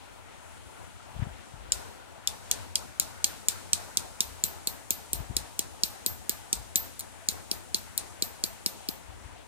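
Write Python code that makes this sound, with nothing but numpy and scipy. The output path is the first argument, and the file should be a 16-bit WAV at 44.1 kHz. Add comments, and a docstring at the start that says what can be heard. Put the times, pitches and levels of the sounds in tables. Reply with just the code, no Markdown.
"""Driving a tent peg by a river

A steel peg is tapped into firm ground about four times a second; two blows glance off. Each impact
excites bending modes: a clack, a falling clink and a thin high ring. As the soil grips, the thud grows.
Tent and trees scatter a soft tail. The river rushes, leaves hiss and gusts buffet the phone's left port,
while its noise suppressor opens briefly after every blow."""
import sys
import numpy as np
from scipy import signal
from scipy.fft import rfft, irfft, next_fast_len
from scipy.io import wavfile
from scipy.ndimage import uniform_filter1d, map_coordinates

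SR = 44100
rng = np.random.default_rng(int(sys.argv[2]) if len(sys.argv) > 2 else 0)


def unload_wav(signal):
    """Save mono or channel-first audio to the path in sys.argv[1] as 16-bit WAV at rate SR, clipped to [-1, 1]."""
    wavfile.write(
        sys.argv[1],
        SR,
        np.round(np.clip(np.atleast_2d(signal).T, -1, 1) * 32767).astype(np.int16),
    )


N = 417627
TIME = np.arange(N) / SR
CLINK_HZ = 4000  # the peg's lowest strong mode

# Square blows. Each row: start in seconds, clack level in dB, brightness in dB, shaft note in Hz, its
# level in dB, upper shaft note in dB, head note in Hz, its level in dB, rebound delay in seconds, rebound
# in dB, clink in dB, high ring in dB, thud in dB, soil note in Hz. Levels are relative.
BLOW_STROKES = [(1.7203, -17.5, -5, 3300, 6, 17.5, 7170, 22.5, 0.00069, -8, -27.0, -46.0, -48.0, 170.0),
                (2.2732, -19.5, -9.5, 3550, 10, -7, 8800, 1, 0.00055, -5, -35.5, -55.0, -54, 142.0),
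                (2.5128, -18, -4.5, 3410, 2, -7, 6350, 3.0, 0.00062, -17, -23, -50.0, -38, 170.0),
                (2.7551, -18.5, -11, 3230, 12, 11, 10300, 6, 0.00066, 1.5, -28.0, -46.0, -42, 147.0),
                (2.9979, -17, -4, 3300, -7, 7.5, 9130, -1, 0.00057, -6.5, -22.5, -44.0, -33.0, 137.0),
                (3.2426, -15.5, -11, 3290, 2.5, 11.5, 6730, 3.0, 0.00063, -10, -24.0, -36, -35, 139.0),
                (3.4846, -16, -5.5, 3360.0, -4.5, 5, 7360.0, 4, 0.00057, -4.5, -25.5, -40, -32.5, 137.0),
                (3.732, -15.5, -10.5, 3240, 1, 1, 6830, 12, 0.00034, -12, -30, -55.0, -35, 140),
                (3.9712, -18, -9.5, 3800, -9, 9, 9760.0, -3, 0.00035, -8, -32, -47.0, -32, 154.0),
                (4.2053, -18, -7, 3660, 5.5, -19, 10000, -2, 0.00032, -12, -18.5, -35, -30, 132.0),
                (4.4381, -18, -6.5, 4700, -5, 6, 7640, 10, 0.00043, -8.5, -24, -28.5, -28, 144.0),
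                (4.6718, -21, -0.5, 4340, 10.5, -7.0, 9400, -10, 0.00062, -10, -22, -34.0, -29.0, 147),
                (4.9062, -18.5, 15, 4550, 6, 1, 6920, 23, 0.00032, -9.0, -30, -31.0, -28.5, 162.0),
                (5.1317, -21.5, 6.0, 3330.0, -2, 0, 8820.0, 19, 0.0005, -2, -30.5, -35, -28.5, 160.0),
                (5.3662, -19.5, -5.0, 4300, -1, 11, 9550, -1, 0.00104, -8, -21, -46, -28.5, 150),
                (5.5918, -20.5, 1.0, 3360, 2, 9, 6010.0, 7, 0.00096, -1, -25, -51, -27.0, 165),
                (5.8343, -17.0, -12.5, 4280, 2.5, -15.0, 8590.0, -14, 0.00138, -18, -18, -33, -27.5, 150.0),
                (6.0622, -20, 2, 4600, 3.5, -22, 8800, 12.5, 0.0005, -12, -30, -27, -27.5, 157),
                (6.2942, -20, 1.5, 4660.0, -1, -21, 8850, 3, 0.000585, -8.0, -30, -36, -28.5, 155.0),
                (6.5287, -19.0, -6, 3180, -15, 2, 6680, 11, 0.00086, -5, -33, -42.0, -28.5, 162.0),
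                (6.7569, -16.5, -12, 3400, -6, 6, 7930.0, 3, 0.00029, -8, -19.0, -21.5, -29.5, 133),
                (7.2865, -18.5, -6, 4330, 4, -19, 7200, -11, 0.00031, -8, -21.5, -37.0, -29, 156.0),
                (7.5133, -22, 2, 4550.0, 10, 18.5, 9450.0, 6, 0.00097, -6, -25, -38.0, -27.5, 149.0),
                (7.7443, -19, -11, 4240, 13, -17, 10130.0, 1, 0.00097, 1, -18, -37.0, -27, 162.0),
                (8.2226, -20, -5.5, 4300, 7, -19, 6780.0, -11, 0.00066, -21, -18.5, -32, -25.5, 155.0),
                (8.438, -20.5, -7, 4440, 8, -23, 9810.0, 1, 0.0013, -10, -24, -35.0, -26.5, 160.0),
                (8.6611, -20, -1, 4600, 5, 18, 9360, 4, 0.00043, -3, -24, -36, -26, 170.0),
                (8.8872, -26, 11, 4560, 19, 18, 8800, 15, 0.0004, -7, -28, -37.0, -24, 153.0)]
def blows(held_blows=.9):
    """Impact excites peg and soil: returns clacks as (start, sound), a ringing track and a thud track."""
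    clacks, rings, ground = [], np.zeros(N), np.zeros(N)
    t = np.arange(SR // 3) / SR
    for k, (start, db, *contact, clink_db, ring_db, thud_db, soil_hz) in enumerate(BLOW_STROKES):
        free = 1 - np.exp(-k / held_blows)  # the hand lets go of the peg
        clacks.append((start, undb(db + 0.4) * clack(*contact, free)))
        add(rings, start, undb(ring_db - 0.5) * high_ring(t) + undb(clink_db) * clink(t))
        add(ground, start, undb(thud_db - 1) * thud(t, soil_hz))
    return clacks, rings, ground


# Modes of peg and striker. Each row: frequency in Hz, relative level in dB, 60 dB decay time in seconds.
CLACK_MODES = [(3423, -8.5, 0.0044), (4390, -3.5, 0.0049), (5180, 5, 0.0047), (6270, 1.5, 0.0053),
               (6800, 9, 0.0047), (7600, 14.5, 0.0017), (8940, 8.5, 0.0049), (9620, 6, 0.0027),
               (11060, 8, 0.0086), (11850, 2.5, 0.0056), (13460, 7.5, 0.0048), (15300, 15.5, 0.0013)]
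def clack(bright_db, shaft_hz, shaft_db, upper_db, head_hz, head_db, rebound_s, rebound_db, free):
    """Modal superposition: the striker lands twice, ringing the head, bending the shaft, crunching grit."""
    t = np.arange(SR // 20) / SR
    hz, db, t60 = np.transpose(CLACK_MODES)[..., None]
    tilt_db = bright_db * np.tanh(2 * np.log2(hz / 7500))  # harder contact favours the upper modes
    gain = undb(db + 1.07 * rng.standard_normal(hz.shape) + tilt_db)
    gain[::2] *= -1  # neighbouring modes swing opposite ways at the head
    head = undb(head_db) * damped(t, head_hz, t60=0.0063)
    contact = np.sum(gain * damped(t, hz, t60), axis=0) + head
    rebound = undb(rebound_db) * map_coordinates(contact, [(t - rebound_s) * SR])
    shaft = undb(shaft_db) * damped(t, shaft_hz, t60=0.0093)
    shaft += undb(upper_db) * damped(t, hz=5150, t60=0.0093)
    radiated = band(contact + rebound + shaft, 3210, 14500, order=4)  # a thin peg radiates little bass
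    steel = unit_onset(disperse(radiated))
    grit = unit_onset(band(rng.standard_normal(len(t)), 2300, 11400, order=3) * fade(t, t60=.012))
    low_hz = 2373 * np.exp(0.044 * rng.standard_normal())  # a weak mode, muted while the peg is held
    low_note = free * damped(t, low_hz, t60=0.018) * (1 - np.exp(-t / 0.0011))
    return steel + undb(-19) * grit + undb(-16.5) * low_note


def disperse(x, travel_s=0.001632, steepness=4.05):
    """Dispersion: higher bending waves run down the peg faster, so the low notes arrive last."""
    f = np.fft.rfftfreq(len(x), 1 / SR)
    lag_s = travel_s * (CLINK_HZ / np.maximum(f, CLINK_HZ)) ** steepness
    return irfft(rfft(x) * np.exp(-2j * np.pi * np.cumsum(lag_s) * f[1]), len(x))


def clink(t, travel_s=0.000698, rise_s=0.0028, t60=0.033):
    """Dispersive glide: waves just above the peg's mode run slowly, so the note falls onto its pitch."""
    hz = CLINK_HZ * (1 + 0.006 * rng.standard_normal())
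    phase = 2 * np.pi * hz * np.sqrt(t * (t + 2 * travel_s))
    return np.sin(phase) * fade(t, t60) * (1 - np.exp(-(t / rise_s) ** 2))


def high_ring(t, split_hz=43, t60=0.24):
    """Beating: two close modes share the ring according to the direction of the blow."""
    angle = rng.random() * np.pi / 6
    hz = 13410 * (1 + .0008 * rng.standard_normal())
    return np.cos(angle) * damped(t, hz, t60) + np.sin(angle) * damped(t, hz + split_hz, t60)


def thud(t, soil_hz, drop_hz=352, drop_s=0.0033, peak_s=.0033, width_s=.0018):
    """Damped oscillation: the shoved ground shivers briefly as its pitch sinks to the soil's note."""
    # the soil gives a little differently under each blow
    drop_scale, width_scale, decay_scale = np.exp(.18 * rng.standard_normal(3).clip(-1.5, 1.5))
    cycles = soil_hz * t + drop_hz * drop_scale * drop_s * (1 - np.exp(-t / drop_s))
    shove = np.exp(-((t - peak_s) / (width_s * width_scale)) ** 2)
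    shiver = undb(-6) * fade(t, t60=.05 * decay_scale) * np.minimum(t / peak_s, 1) ** 2
    return np.cos(2 * np.pi * cycles) * (shove + shiver)


# Glancing blows. Each row: start in seconds, level in dB, change at each further contact in dB.
GLANCING_STROKES = [(6.9935, -33, -0.5), (7.977, -21, -13)]
def glances(skip_s=.0043, contacts=3):
    """Contact chatter: the striker skips off the head's edge in ticks, driving nothing into the soil."""
    ticks = []
    for start, db, step_db in GLANCING_STROKES:
        for k in range(contacts):
            tick = clack(bright_db=2, shaft_hz=4300, shaft_db=2, upper_db=-3, head_hz=9300, head_db=5,
                         rebound_s=0.0014, rebound_db=-4, free=0.53)
            late_s = skip_s * k * (k + 1) / 2  # each skip lasts longer than the last
            ticks.append((start + late_s, undb(db + k * step_db) * tick))
    return ticks


# Distinct reflections off nearby surfaces. 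Each row: mean delay in seconds, relative level in dB.
EARLY_REFLECTIONS = [(.0058, -38), (.0085, -32), (.013, -46), (0.025, -24), (0.035, -27)]
# Spectrum returned by grass and stones. Each row: frequency in Hz, gain in dB.
NEAR_SPECTRUM = [(2400, -4), (3200, -3), (4000, 3), (5500, -5), (7000, 1), (9000, 11), (10300, 1),
                 (12000, -8)]
# Spectrum returned by tent and trees. Each row: frequency in Hz, gain in dB.
FAR_SPECTRUM = [(200, -19), (1500, -34), (2100, -14), (2500, -3.5), (3100, -4), (3900, 3.5), (5200, 2.5),
                (7000, 3), (9000, 3), (10500, -1.5), (11500, -4), (13500, -1.5), (16000, -33)]
def echoes(hits):
    """Reflection and scattering: ground, tent and trees send back each (start, sound) hit."""
    near, far = np.zeros((2, 2, N))
    for start, hit in hits:
        for late_s, db in EARLY_REFLECTIONS:
            arrival = start + late_s * (1 + 0.038 * rng.standard_normal())
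            add(near, arrival, undb(db) * pan(right_db=-16) * hit)
        grass = interference(scatter(db=-15, t60=0.099, samples=SR // 10))
        add(near, start, signal.fftconvolve(hit[None], grass, axes=1))
        # far returns gather sound sent out in all directions, so single notes blur away
        tent = scatter(db=-9.5, t60=0.14)
        trees = scatter(db=-15, t60=0.97)
        add(far, start, np.linalg.norm(hit) * (tent + trees))
    return colour(near, NEAR_SPECTRUM) + colour(far, FAR_SPECTRUM)


def scatter(db, t60, samples=SR, rise_s=0.0013):
    """Diffuse scattering: decaying noise of the given energy, independent at each port."""
    t = np.arange(samples) / SR
    envelope = fade(t, t60) * np.minimum(t / rise_s, 1)
    return undb(db) * rng.standard_normal((2, samples)) * envelope / np.linalg.norm(envelope)


def interference(x, spread_db=5, points=32):
    """Interference: nearby reflections reinforce some notes and cancel others, anew for each blow."""
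    gains = unit(undb(spread_db * rng.standard_normal(points).clip(-2, 2)))
    hz = np.linspace(2000, 15000, points)
    return colour(x, np.transpose([hz, 20 * np.log10(gains)]))


# The river with the valley's low rumble. Each row: frequency in Hz, relative spectral density in dB.
RIVER_SPECTRUM = [(30, -26), (55, -12), (85, 4.5), (130, -10), (220, -10), (450, -13), (900, -10.5),
                  (1100, -15.5), (2000, -18.5), (3000, -20.5), (5000, -27.5), (8500, -26.5), (12000, -33),
                  (15000, -43)]
# Brief lifts of the rush just after blows. Each row: start in seconds, length in seconds, rise in dB.
RUSH_LIFTS = [(1.76, 0.053, 1.5), (2.52, 0.1, 3.5), (3.3, 0.72, 1)]
def river(level_db=-47, shared_hz=750, lag_s=0.00031, flicker_db=1.5):
    """Partial coherence: rushing water flickers band by band; the ports share its bass, not its treble."""
    edges_hz = np.geomspace(20, 20000, 11)
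    water = np.zeros((3, N))  # common, left only, right only
    for lo, hi in zip(edges_hz, edges_hz[1:]):
        water += band(rng.standard_normal((3, N)), lo, hi) * undb(flicker_db * wander(rate_hz=14))
    share = 1 / (1 + (np.fft.rfftfreq(N, 1 / SR) / shared_hz) ** 2)
    common = np.array([water[0], delay(water[0], lag_s)])
    ports = irfft(rfft(common) * np.sqrt(share) + rfft(water[1:]) * np.sqrt(1 - share), N)
    rush = unit(colour(ports, RIVER_SPECTRUM)) * undb(level_db)
    return rush * swells(RUSH_LIFTS, attack_s=0.14, release_s=0.14) * pan(right_db=-5)


# Narrow bands colouring the river's rush; the upper one drops in pitch near 4 s. Each row: start in
# seconds, length in seconds, lowest and highest starting pitch in Hz, level of the faintest notes in dB.
BABBLE_BANDS = [(0, 9.47, 645, 1010, -49), (0, 4.17, 1276, 1540, -48), (4.098, 5.37, 1170, 1500, -53.5)]
def babble(notes_per_band=330, cycles=45, glide=0.034, right_db=-4):
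    """Random superposition: short, slightly rising notes, mostly faint, merge into bands of babble."""
    out = np.zeros((2, N))
    t = np.arange(SR // 10) / SR
    for start, length_s, lo_hz, hi_hz, db in BABBLE_BANDS:
        for when, pitch, strength, turn in rng.random((notes_per_band, 4)):
            hz = lo_hz * (hi_hz / lo_hz) ** pitch
            phase = 2 * np.pi * hz * t * (1 + glide * t * hz / cycles)
            envelope = fade(t, cycles / hz) * (1 - np.exp(-t * hz / 4))
            ports = np.array([np.sin(phase), undb(right_db) * np.sin(phase + 2 * np.pi * turn)])
            gain = undb(db - 3 * np.log(1 - .95 * strength))
            add(out, min(start + when * length_s, TIME[-1]), gain * envelope * ports)
    return out


# Swells of fine high hiss; the long one lingers under the hammering. Each row: start in seconds,
# length in seconds, rise over the quiet hiss in dB.
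HISS_SWELLS = [(.45, 0.42, 9), (1.3, 0.12, 3.5), (3.3, 5.68, 10.5)]
def high_hiss(quiet_db=-66.5):
    """Amplitude-modulated noise: a fine high hiss swells and sinks back."""
    hiss = unit(band(rng.standard_normal((2, N)), 6400, 10500)) * undb(quiet_db)
    return hiss * swells(HISS_SWELLS, attack_s=0.18, release_s=0.15) * pan(right_db=-6)


# Gusts on the phone. Each row: start in seconds, length in seconds, rise over the calm rumble in dB.
WIND_GUSTS = [(1.168, 0.11, 21.5), (1.53, 0.16, 18), (4.274, 0.053, 15), (5.13, 0.1, 21.5),
              (5.301, 0.068, 20.5), (6.58, 0.029, 14), (9.09, 0.19, 16)]
def wind(calm_db=-62.5, flutter_db=2.6):
    """Turbulent pressure: a low rumble on each port rises with the gusts."""
    hz_db = [(15, -17), (45, 8.5), (80, 5), (140, -13.5), (260, -15.5), (1000, -25.5), (3000, -54),
             (12000, -86)]
    rumble = unit(colour(rng.standard_normal((2, N)), hz_db))
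    rumble *= undb(calm_db + flutter_db * wander(rate_hz=25))
    return rumble * swells(WIND_GUSTS, attack_s=0.099, release_s=0.15) * pan(right_db=-15)


# Eddies on the left port. Each row: centre time in seconds, peak level in dB, swing frequency in Hz.
PORT_EDDIES = [(1.166, -30.5, 89), (1.196, -24.5, 82), (1.2235, -21, 97), (1.232, -26, 79.6),
               (1.27, -29.5, 104), (1.541, -33.5, 82.6), (5.154, -34, 70), (5.192, -34, 60),
               (5.205, -27.5, 71.6), (5.302, -26, 75), (5.311, -32, 156), (6.601, -41.5, 66),
               (9.12, -41, 55), (9.26, -42, 58)]
def eddies():
    """Vortex shedding: gusts shed eddies on the left port, each a push and a pull."""
    out = np.zeros((2, N))
    t = np.arange(SR // 20) / SR
    for centre_s, db, swing_hz in PORT_EDDIES:
        phase = 2 * np.pi * swing_hz * (t - t.mean())
        push_pull = -phase * np.exp((1 - phase ** 2) / 2)
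        add(out[0], centre_s - t.mean(), undb(db) * push_pull)
    return out


def canvas(start_s=1.203, rise_s=.012, t60=0.24, level_db=-46, flutter_db=3):
    """Flutter: the strongest gust briefly rustles the tent cloth."""
    envelope = np.clip((TIME - start_s) / rise_s, 0, 1) * fade(TIME - start_s, t60)
    gain = undb(level_db + flutter_db * wander(rate_hz=61.2))
    rustle = unit(band(rng.standard_normal((2, N)), 600, 2600))
    return rustle * envelope * gain * pan(right_db=-4)


def undb(db):
    """Decibels to amplitude gain."""
    return 10 ** (np.asarray(db) / 20)


def pan(left_db=0, right_db=0):
    """Level difference: a gain for each port."""
    return undb([[left_db], [right_db]])


def unit(x):
    """Normalisation to rms 1."""
    return x / np.sqrt(np.mean(x ** 2))


def unit_onset(x):
    """Normalisation to rms 1 over the first 5 ms."""
    return x / np.sqrt(np.mean(x[:SR // 200] ** 2))


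def fade(t, t60):
    """Exponential decay from t = 0, by 60 dB in t60 seconds."""
    return (t >= 0) * np.exp(-np.log(1000) * np.abs(t) / t60)


def damped(t, hz, t60):
    """Free vibration of a mode struck at t = 0."""
    return np.sin(2 * np.pi * hz * t) * fade(t, t60)


def colour(x, points):
    """Spectral shaping by a curve through (Hz, dB) points."""
    hz, db = np.transpose(points)
    size = next_fast_len(x.shape[-1])
    f = np.maximum(np.fft.rfftfreq(size, 1 / SR), 1)
    gain = undb(np.interp(np.log(f), np.log(hz), db))
    return irfft(rfft(x, size) * gain, size)[..., :x.shape[-1]]


def band(x, lo_hz, hi_hz, order=2):
    """Band-pass filtering."""
    return signal.sosfilt(signal.butter(order, [lo_hz, hi_hz], "band", fs=SR, output="sos"), x)


def delay(x, seconds):
    """Time delay, rounded to whole samples."""
    return np.pad(x, (round(seconds * SR), 0))[:len(x)]


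def wander(rate_hz):
    """Smooth random modulation of rms 1."""
    step = int(SR / rate_hz)
    held = np.repeat(rng.standard_normal(N // step + 1), step)
    return unit(uniform_filter1d(held, step)[:N])


def swells(rows, attack_s, release_s):
    """Gain envelope: each (start s, length s, dB) row rises, holds and sinks back."""
    shapes = [np.interp(TIME, [s - attack_s, s, s + length, s + length + release_s], [0, db, db, 0])
              for s, length, db in rows]
    return undb(np.max(shapes, axis=0))


def add(track, start_s, sound):
    """Superposition of a sound onto a track."""
    i = round(start_s * SR)
    track[..., i:i + sound.shape[-1]] += sound[..., :N - i]


def scene(port_lag_s=.000186):
    """Arrival-time difference: the blows reach the right port first, over river, hiss and wind."""
    clacks, steel, ground = blows()
    hits = clacks + glances()
    for start, hit in hits:
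        add(steel, start, hit)
    direct = steel * pan(0.54, -0.54) + ground * pan(2.5, -2.5)
    direct[0] = delay(direct[0], port_lag_s)
    peg = direct + echoes(hits) * pan(0.5, -0.5)
    return peg + river() + babble() + high_hiss() + wind() + eddies() + canvas()


def smooth(x, tau_s):
    """Exponential averaging with time constant tau_s."""
    keep = np.exp(-1 / (tau_s * SR))
    return signal.lfilter([1 - keep], [1, -keep], x)


def suppressor(x, threshold_db=-40.5, lift_db=6, top_hz=2800):
    """Dynamic expansion: a loud sound lifts the lows and mids, which sink back in the quiet."""
    power = smooth(np.mean(x ** 2, axis=0), tau_s=0.024)
    opening = smooth(power / (power + undb(threshold_db) ** 2), tau_s=0.015)
    lows = signal.sosfiltfilt(signal.butter(2, top_hz, fs=SR, output="sos"), x)
    return x + lows * (undb(lift_db * opening) - 1)


def record(dry, low_cut_hz=37, top_hz=16250, ceiling=1.4):
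    """Band limiting and saturation: the phone cuts both extremes, suppresses noise and rounds peaks."""
    thin = signal.sosfilt(signal.butter(4, low_cut_hz, "high", fs=SR, output="sos"), dry)
    ports = ceiling * np.tanh(suppressor(thin) / ceiling)
    ports[1] *= -1  # the right port has opposite polarity
    return signal.sosfilt(signal.ellip(8, .2, 70, top_hz, fs=SR, output="sos"), ports)


dry = scene()
out = record(dry)
unload_wav(out)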